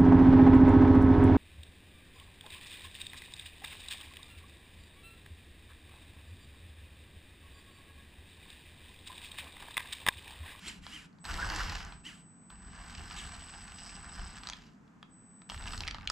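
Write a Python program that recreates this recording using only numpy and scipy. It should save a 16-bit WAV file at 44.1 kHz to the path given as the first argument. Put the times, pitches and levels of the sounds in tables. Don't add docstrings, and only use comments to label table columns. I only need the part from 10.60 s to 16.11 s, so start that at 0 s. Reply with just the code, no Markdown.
import sys
import numpy as np
from scipy import signal
from scipy.fft import rfft, irfft
from scipy.io import wavfile

SR = 44100
rng = np.random.default_rng(int(sys.argv[2]) if len(sys.argv) > 2 else 0)


def file_out(sig):
    cols = np.atleast_2d(sig).T
    lim = np.clip(cols, -1, 1)
    pcm = np.round(lim * 32767).astype(np.int16)
    wavfile.write(sys.argv[1], SR, pcm)


N = 242991


def amp(db):
    return 10 ** (np.asarray(db) / 20)


def rms_one(x):
    return x / np.sqrt(np.mean(x ** 2) + 1e-20)


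def in_time(rows):
    s, *columns = np.transpose(rows)
    return [np.interp(np.arange(N) / SR, s, column) for column in columns]


def gate(on_s, off_s, fade_s):
    t = np.arange(N) / SR
    return np.clip(np.minimum(t - on_s, off_s - t) / fade_s, 0, 1) ** 2


def drift(rate):
    r = np.exp(-2 * np.pi * rate / SR)
    wander = signal.lfilter([1], [1, -2 * r, r * r], rng.standard_normal(N + SR))
    return rms_one(wander[SR:])


def butter_filter(x, order, edges_hz, kind):
    return signal.sosfilt(signal.butter(order, edges_hz, kind, fs=SR, output="sos"), x)


def band(x, edges_hz, kind):
    return rms_one(butter_filter(x, 4, edges_hz, kind))


def colour(x, points):
    hz, db = np.transpose(points)
    size = 8192
    bins_hz = np.arange(size // 2 + 1) * SR / size
    log_gain = np.log(amp(np.interp(np.log(bins_hz + 1), np.log(hz), db)))
    cepstrum = irfft(log_gain)
    cepstrum[1:size // 2] *= 2
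    cepstrum[size // 2 + 1:] = 0
    return rms_one(signal.fftconvolve(x, irfft(np.exp(rfft(cepstrum))))[:N])


def ring(clicks, hz, t60):
    r, w = amp(-60 / (t60 * SR)), 2 * np.pi * hz / SR
    return signal.lfilter([0, np.sin(w)], [1, -2 * r * np.cos(w), r * r], clicks + 1e-18)


def decaying(impulses, length_s):
    return signal.lfilter([1], [1, -np.exp(-1 / (length_s * SR))], impulses)


def scratches(per_s, length_s):
    sizes = amp(3.0 * np.minimum(rng.exponential(1, N), 3)) * (rng.random(N) < per_s / SR)
    return rms_one(decaying(sizes, length_s))


def pair(spectrum, side_db, wide_db, wide_above_hz):
    mid = colour(rng.standard_normal(N), spectrum)
    side = colour(rng.standard_normal(N), spectrum)
    side = amp(side_db) * side + amp(wide_db) * butter_filter(side, 2, wide_above_hz, "high")
    return mid + side * [[1], [-1]]


# (frequency [Hz], level [dB per Hz])
HUM_SPECTRUM = [(12, -35), (20, -18), (69, -35), (101, -8.5), (123, -16.5), (150, -6), (187, -3),
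                (293, -13), (349, -21.5), (405, -21.5), (532, -29), (812, -25), (1470, -27), (3790, -46),
                (7600, -43.5), (9880, -59.5), (13000, -61), (16700, -100)]
HUM_DB = -58


def hum():
    return amp(HUM_DB) * pair(HUM_SPECTRUM, side_db=-10, wide_db=-7, wide_above_hz=275)


ROOM_T60_S, ROOM_DB = 0.25, -11


def room(x):
    t = np.arange(SR // 2) / SR
    tails = rng.standard_normal((2, len(t))) * amp(-60 * t / ROOM_T60_S) * (t > .003)
    tails = signal.lfilter([1], [1, -.6], tails)
    wet = [signal.fftconvolve(x, tail / np.sqrt(np.sum(tail ** 2)))[:N] for tail in tails]
    return amp(ROOM_DB) * np.array(wet)


# (frequency [Hz], level [dB per Hz])
FLOOR_SPECTRUM = [(11, -54), (18, -7), (51, 3.5), (98, -5.5), (130, -15), (174, -12.5), (283, -25.5),
                  (400, -25), (500, -38.5), (650, -49.5), (1100, -120)]
# (time [s], level [dB])
FLOOR_JOLTS = [(.22, -52.5), (.73, -47), (1.11, -51), (2.09, -49), (2.411, -43), (2.68, -56), (3.62, -46),
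               (5.22, -49.5)]
JOLT_S, RUMBLE_LAG_S = 0.031, 0.014
STILL_FLOOR_DB, STEERING_SHAKE_DB = -76, -10


def floor_rumble(rolling_db, whirr_gain):
    t, keep = np.arange(N) / SR, np.exp(-1 / (RUMBLE_LAG_S * SR))
    drive = amp(rolling_db) + amp(STEERING_SHAKE_DB) * whirr_gain
    shake = signal.lfilter([1 - keep], [1, -keep], drive)
    jolts = sum(amp(db) * np.exp(-((t - s) / JOLT_S) ** 2) for s, db in FLOOR_JOLTS)
    noise = pair(FLOOR_SPECTRUM, side_db=-16.0, wide_db=-16, wide_above_hz=230)
    return (shake + jolts + amp(STILL_FLOOR_DB)) * noise


# (time [s], peak of the middle band [dB], ring [Hz], low body [dB re that peak]); most are slack parts,
# but the rows from 5.02 s to 5.39 s are the pinion clacking once a turn as the car lurches on
KNOCK_ROWS = [(.2663, -33, 3340, -1), (.4415, -54, 2850, 1), (.529, -60, 4000, -10),
              (0.586, -56, 4000, -10), (.653, -30, 4330, -3), (.7415, -45, 4040, 5),
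              (.9001, -24.5, 4360, -18), (.9492, -30, 5100, -24), (.9614, -25, 5730, -8),
              (1.1542, -38, 6000, -8), (1.2494, -37, 6160, -12), (1.3229, -40, 2740, 1),
              (1.451, -41, 2926, -26), (1.9025, -45, 2720, 2), (2.51, -34, 2820, -3.5),
              (3.4945, -41, 2720, -5), (3.834, -36.5, 3520, -15.5), (3.8711, -28, 4170, -9),
              (3.8877, -30, 4220, -4.5), (3.899, -24, 4570, -7), (3.9244, -36, 2670, -15),
              (3.9336, -28, 3460, -7.5), (4.278, -56, 3000, -10), (4.4283, -39, 3320, 0.5),
              (4.8181, -45.5, 3060, -4), (4.8985, -27, 3284, -6), (4.9189, -36, 3164, 4.5),
              (4.944, -39, 3360, 6), (5.0244, -39.5, 2380, 5), (5.0574, -34, 2975, -2),
              (5.0865, -38, 2700, -13), (5.1083, -39.5, 2580, 0), (5.1338, -31, 2670, 0.5),
              (5.1774, -31, 4600, -14), (5.2057, -25.5, 4229, -6), (5.2355, -28.5, 2731, -19),
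              (5.2704, -30.5, 2640, -22), (5.2775, -21.5, 3800, -11), (5.2824, -23.5, 2800, -7.5),
              (5.31, -26.5, 3740, -11), (5.3457, -28, 3070, -1), (5.3842, -42, 2342, 6),
              (5.4103, -38, 2380, -13), (5.4306, -43, 2300, -12), (5.4742, -19.5, 3000, -38),
              (5.4897, -46, 2980, -8), (5.4998, -17, 5500, -5)]
# (frequency [Hz], level [dB], decay by 60 dB [s])
BODY_MODES = [(1000, 1.5, 0.026), (1290, 12.5, 0.012), (1730, 12, 0.0083)]
CRACK_S, KNOCK_RING_S = .0014, .007
SNAP_DB = -31.5


def knocks():
    size = 4096
    out, t = np.zeros(N + size), np.arange(size) / SR
    for s, db, hz, body_db in KNOCK_ROWS:
        crack = rng.standard_normal(size) * np.exp(-t / CRACK_S)
        middle = butter_filter(crack, 2, [0.7 * hz, 1.32 * hz], "band")
        middle = middle / np.abs(middle).max() + 0.064 * ring(crack, hz, KNOCK_RING_S)
        snap = butter_filter(crack, 3, [4800, 8500], "band")
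        low = sum(amp(mode_db) * ring(crack, mode_hz, t60) for mode_hz, mode_db, t60 in BODY_MODES)
        at = round(s * SR)
        for part, part_db in ((middle, 0), (low, body_db), (snap, SNAP_DB)):
            out[at:at + size] += amp(db + part_db) * part / np.abs(part).max()
    return butter_filter(out[:N], 2, [700, 9000], "band")


# (start [s], fastest [s], end [s], speed-up [s], slow-down [s],
# then at full speed: gear mesh [Hz], mesh tone [dB], whirr [dB])
STEERING_SWEEPS = [(-.03, .084, .22, .026, .023, 4150, -43, -43), (.2, .354, .49, .1, .057, 3170, -53, -51),
                   (1.425, 1.478, 1.65, .09, .042, 3080, -50, -52),
                   (2.54, 2.579, 2.71, .015, .04, 4000, -47, -48)]
PEAK_SHARPNESS = 1.5
SWEEP_FADE_S = 0.032
TONE_DB_PER_OCTAVE, WHIRR_DB_PER_OCTAVE = 15, 8.5


def sweeps():
    t, mesh_hz, tone, whirr = np.arange(N) / SR, np.zeros(N), np.zeros(N), np.zeros(N)
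    for start, top, end, up, down, hz, tone_db, whirr_db in STEERING_SWEEPS:
        from_top = np.abs(t - top) / np.where(t < top, up, down)
        speed = (1 + from_top ** PEAK_SHARPNESS) ** (-1 / PEAK_SHARPNESS)
        on = gate(start, end, SWEEP_FADE_S)
        mesh_hz += (on > 0) * hz * speed
        tone += on * amp(tone_db + TONE_DB_PER_OCTAVE * np.log2(speed))
        whirr += on * amp(whirr_db + WHIRR_DB_PER_OCTAVE * np.log2(speed))
    return mesh_hz, tone, whirr


SERVO_ORDERS = [.1, 2 / 3, 1]
SERVO_ORDER_DB = [-12, -8.5, -1.5]
# (frequency [Hz], width [Hz], lift [dB])
SERVO_CASE_RINGS = [(1900, 300, 4), (3000, 300, 7)]
# (frequency [Hz], level [dB per Hz])
SERVO_SPECTRUM = [(410, -45.5), (700, -18), (1360, -8.5), (1730, -9.5), (2560, -6), (3070, -3), (3450, -9),
                  (4470, -12.5), (4770, -10), (6500, -17), (7500, -9), (8300, -17), (8990, -17),
                  (12100, -24), (15500, -43)]
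OCTAVE_DB_PER_KHZ = 10


def servo(mesh_hz, tone_gain, whirr_gain):
    phase = 2 * np.pi * np.cumsum(mesh_hz * (1 + .014 * drift(200))) / SR
    tone = amp(OCTAVE_DB_PER_KHZ * (mesh_hz - 4000) / 1000) * np.sin(2 * phase)
    for order, db in zip(SERVO_ORDERS, SERVO_ORDER_DB):
        lift = sum(lift_db * np.exp(-((order * mesh_hz - hz) / width_hz) ** 2)
                   for hz, width_hz, lift_db in SERVO_CASE_RINGS)
        tone += amp(db + 3.5 * drift(90) + lift) * np.sin(order * phase)
    whirr = colour(rng.standard_normal(N) * amp(0.72 * drift(86)), SERVO_SPECTRUM)
    return tone_gain * tone + whirr_gain * whirr


# (time [s], dull rattle [dB], bright rattle [dB])
ROLLING_LEVELS = [
    [(.642, -52, -52), (.7, -46.5, -48.5), (.85, -44, -47), (1.018, -44, -42), (1.168, -49, -49),
     (1.282, -49.5, -54), (1.42, -69.5, -73)],
    [(1.9, -54, -58.5), (1.96, -64.5, -70), (2.15, -56.5, -61), (2.38, -55, -55.5), (2.58, -53.5, -53),
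     (3.0, -57.5, -58), (3.55, -54, -58.5), (3.85, -58.5, -59), (4.06, -67.5, -65), (4.16, -81, -82)],
    [(4.893, -57.5, -55), (4.947, -55.5, -53), (5.039, -51.5, -58.5), (5.085, -51, -51.5),
     (5.187, -50.5, -51), (5.319, -54.5, -61.5), (5.39, -58, -67), (5.51, -56, -64)],
]
# (hiss [dB re bright], clack once a turn [dB re bright], teeth [dB re dull],
# floor rumble [dB re dull], scratches [dB re steady rubbing])
DRIVE_TRAITS = [(-18.5, -8, -19, 3, -4), (-21, 8, -19, 3, -3), (-18, -9, -17, 7.5, 6)]
START_HISS_DB, START_HISS_S = 9, 0.086


def rolling():
    spans = [[(span[0][0] - .006, -120, -120), *span, (span[-1][0] + .03, -120, -120)]
             for span in ROLLING_LEVELS]
    starts = np.array([span[0][0] for span in spans])
    t = np.arange(N) / SR
    drive = np.searchsorted(starts[1:], t)
    traits = np.array(DRIVE_TRAITS, float).T[:, drive]
    since_start = t - starts[drive]
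    traits[0] += START_HISS_DB * np.exp(-np.abs(since_start) / START_HISS_S)
    return *in_time([row for span in spans for row in span]), *traits


# (time [s], growl [Hz], level [dB])
GEAR_GROWL = [(.66, 1400, -72.5), (.7, 1609, -43.5), (.76, 1200, -72), (.785, 1280, -38.5),
              (.86, 1706, -44.5), (.92, 1623, -70), (1, 1763, -38.5), (1.08, 1200, -82)]
# (middle [s], half length [s], level [dB])
TOOTH_RUNS = [(1.07, 0.043, -59), (1.214, 0.036, -61), (2.497, 0.045, -61), (2.96, 0.066, -62),
              (3.26, 0.1, -58.5), (3.617, .12, -59), (5.15, 0.046, -60.5)]
TEETH_PER_TURN, TOOTH_RING_HZ, TOOTH_T60_S = 5.5, 5150, .005
GROWL_LOWER, GROWL_LOWER_DB, GROWL_ROUGH_DB = 2 / 3, -9, 4


def gears(turns, teeth_db):
    tooth_hz = TEETH_PER_TURN * np.clip(np.abs(turns), 15, 200) * (1 + .12 * drift(150))
    tooth = np.diff(np.floor(np.cumsum(tooth_hz) / SR), prepend=0)
    uneven = amp(2.5 * drift(20) + rng.normal(0, 2.5, N))
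    ticks = rms_one(ring(tooth * uneven, TOOTH_RING_HZ, TOOTH_T60_S))
    t = np.arange(N) / SR
    runs = sum(amp(db) * np.exp(-((t - s) / half_s) ** 4) for s, half_s, db in TOOTH_RUNS)
    growl_hz, growl_db = in_time(GEAR_GROWL)
    growl = np.zeros(N)
    for ratio, db in ((1, 0), (GROWL_LOWER, GROWL_LOWER_DB)):
        phase = 2 * np.pi * np.cumsum(ratio * growl_hz * (1 + .07 * drift(88))) / SR
        growl += np.sin(phase) * amp(growl_db + db + 3.2 * drift(50) + GROWL_ROUGH_DB * drift(230))
    return (amp(teeth_db) + runs) * ticks + gate(GEAR_GROWL[0][0], GEAR_GROWL[-1][0], .01) * growl


# (frequency [Hz], level [dB per Hz])
CHASSIS_SPECTRUM = [(260, -60), (450, -25), (550, -16), (731, 2.5), (873, 1), (1220, 3.5), (1300, 0.5),
                    (1630, 3.5), (2500, -10), (2810, -6.5), (3440, -14.5), (4260, -13.5), (5080, -13),
                    (6910, -21.5), (7600, -17.5), (9880, -41.5), (16700, -120)]
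# (frequency [Hz], level [dB per Hz])
HISS_SPECTRUM = [(4470, -30.5), (7600, 1), (8290, -7.5), (12700, -4), (14200, -21), (14800, -43),
                 (15500, -66)]
CLACK_S, CLACK_SPREAD_DB, FIRST_TURN = 0.0017, 2.5, .3
THRUM_DB, THRUM_DB_PER_DOUBLING = -19.5, 5.5
LUMPY_DB = 1.5


def drivetrain(turns, dull_db, bright_db, hiss_db, clack_db, grit_db):
    grit = amp(grit_db)
    turned = np.diff(np.floor(FIRST_TURN + np.cumsum(np.abs(turns)) / SR), prepend=0)
    turned = turned * amp(rng.normal(0, CLACK_SPREAD_DB, N))
    clack = amp(clack_db) * decaying(turned + 1e-18, CLACK_S)
    shared, treads, cogs = scratches(65, 0.0013), scratches(120, 0.0032), scratches(150, 0.00083)
    steady = np.sqrt(1 + grit ** 2)
    dull_force = (1 + grit * (0.5 * shared + 0.56 * treads)) / steady + 0.21 * clack
    bright_force = (1 + grit * (0.97 * shared + 0.51 * cogs)) / steady + clack
    hiss_force = 1 + 0.24 * shared + .2 * clack
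    dull = band(colour(rng.standard_normal(N) * dull_force, CHASSIS_SPECTRUM), 3100, "low")
    bright = band(colour(rng.standard_normal(N) * bright_force, CHASSIS_SPECTRUM), 2600, "high")
    hiss = band(colour(rng.standard_normal(N) * hiss_force, HISS_SPECTRUM), 7800, "high")
    dull *= amp(dull_db + LUMPY_DB * drift(23))
    bright *= amp(bright_db + LUMPY_DB * drift(26))
    hiss *= amp(bright_db + hiss_db + 2.1 * drift(8.4))
    speed = np.clip(np.abs(turns), 15, 200)
    thrum_db = dull_db + THRUM_DB + THRUM_DB_PER_DOUBLING * np.log2(speed / 35)
    thrum = band(rng.standard_normal(N), [280, 560], "band") * amp(thrum_db)
    return dull + bright + thrum + hiss


# (time [s], speed [turns per s, + towards the microphone], side tones [dB re the middle tone])
MOTOR_SPEED = [(.6, -3.5, -20), (.7, -51, -23), (.88, -115, -6), (.93, -120, -7), (1.3, 1, -37),
               (1.88, 1, -45), (2.1, 30.5, -19), (2.25, 43, -20), (2.5, 49, -13), (2.6, 40, 7),
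               (2.8, 33, 22), (3.2, 33, 13), (3.5, 30, 0), (3.75, 37, -10), (3.9, 34, -27),
               (4.1, 0.5, -21.5), (4.88, -1, -41), (4.93, 8.5, -13), (5.06, 33.5, -1), (5.18, 45, 19),
               (5.45, 19, 2)]


def motor():
    return in_time(MOTOR_SPEED)


# (on [s], off [s], switching whine at standstill [dB])
THROTTLE_HELD = [(.58, .92, -60), (1.255, 3.93, -64), (4.475, 5.23, -62.5)]
SIDE_ORDERS = [-3, -2, -1, 1, 2, 3]
SIDE_ORDER_DB = [-19, -49.5, 6.5, 1, -50, -12]
SWITCHING_HZ, METRES_PER_TURN = 8000, 0.00753
WHINE_FADE_S = 0.053
WHINE_LOADED_DB, LOADED_TURNS = 5.5, 5.1


def whine(turns, side_db):
    held = sum(amp(db) * gate(on, off, WHINE_FADE_S) for on, off, db in THROTTLE_HELD)
    loaded_db = WHINE_LOADED_DB * np.tanh(np.abs(turns) / LOADED_TURNS)
    doppler = 1 + turns * METRES_PER_TURN / 343
    carrier = 2 * np.pi * np.cumsum(SWITCHING_HZ * doppler) / SR
    rotor = 2 * np.pi * np.cumsum(np.abs(turns) * (1 + 0.023 * drift(7))) / SR
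    sides = sum(amp(db + 2.0 * drift(22)) * np.sin(carrier + order * rotor)
                for order, db in zip(SIDE_ORDERS, SIDE_ORDER_DB))
    tone = (np.sin(carrier) + amp(side_db) * sides) / np.sqrt(.5 + amp(side_db) ** 2)
    return held * amp(loaded_db + 1.37 * drift(25)) * tone


def scene():
    turns, side_db = motor()
    dull_db, bright_db, hiss_db, clack_db, teeth_db, rumble_db, grit_db = rolling()
    mesh_hz, tone_gain, whirr_gain = sweeps()
    background = hum() + floor_rumble(dull_db + rumble_db, whirr_gain)
    car = knocks() + servo(mesh_hz, tone_gain, whirr_gain)
    car += gears(turns, dull_db + teeth_db)
    car += drivetrain(turns, dull_db, bright_db, hiss_db, clack_db, grit_db)
    tone = whine(turns, side_db)
    direct = car + tone
    near = np.array([np.roll(direct, 1), direct]) * amp([[-.6], [.6]])
    return background + room(car + 0.36 * tone) + near


ALIKE_ABOVE_HZ, CUTOFF_HZ = 5800, 15700
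TREBLE_SIDE = 0.079


def record(dry):
    mid, side = (dry[0] + dry[1]) / 2, (dry[0] - dry[1]) / 2
    low = signal.sosfiltfilt(signal.butter(2, ALIKE_ABOVE_HZ, fs=SR, output="sos"), side)
    side = low + TREBLE_SIDE * (side - low)
    top_cut = signal.cheby2(12, 70, CUTOFF_HZ, fs=SR, output="sos")
    return signal.sosfilt(top_cut, [mid + side, mid - side])


dry = scene()
out = record(dry)
file_out(out)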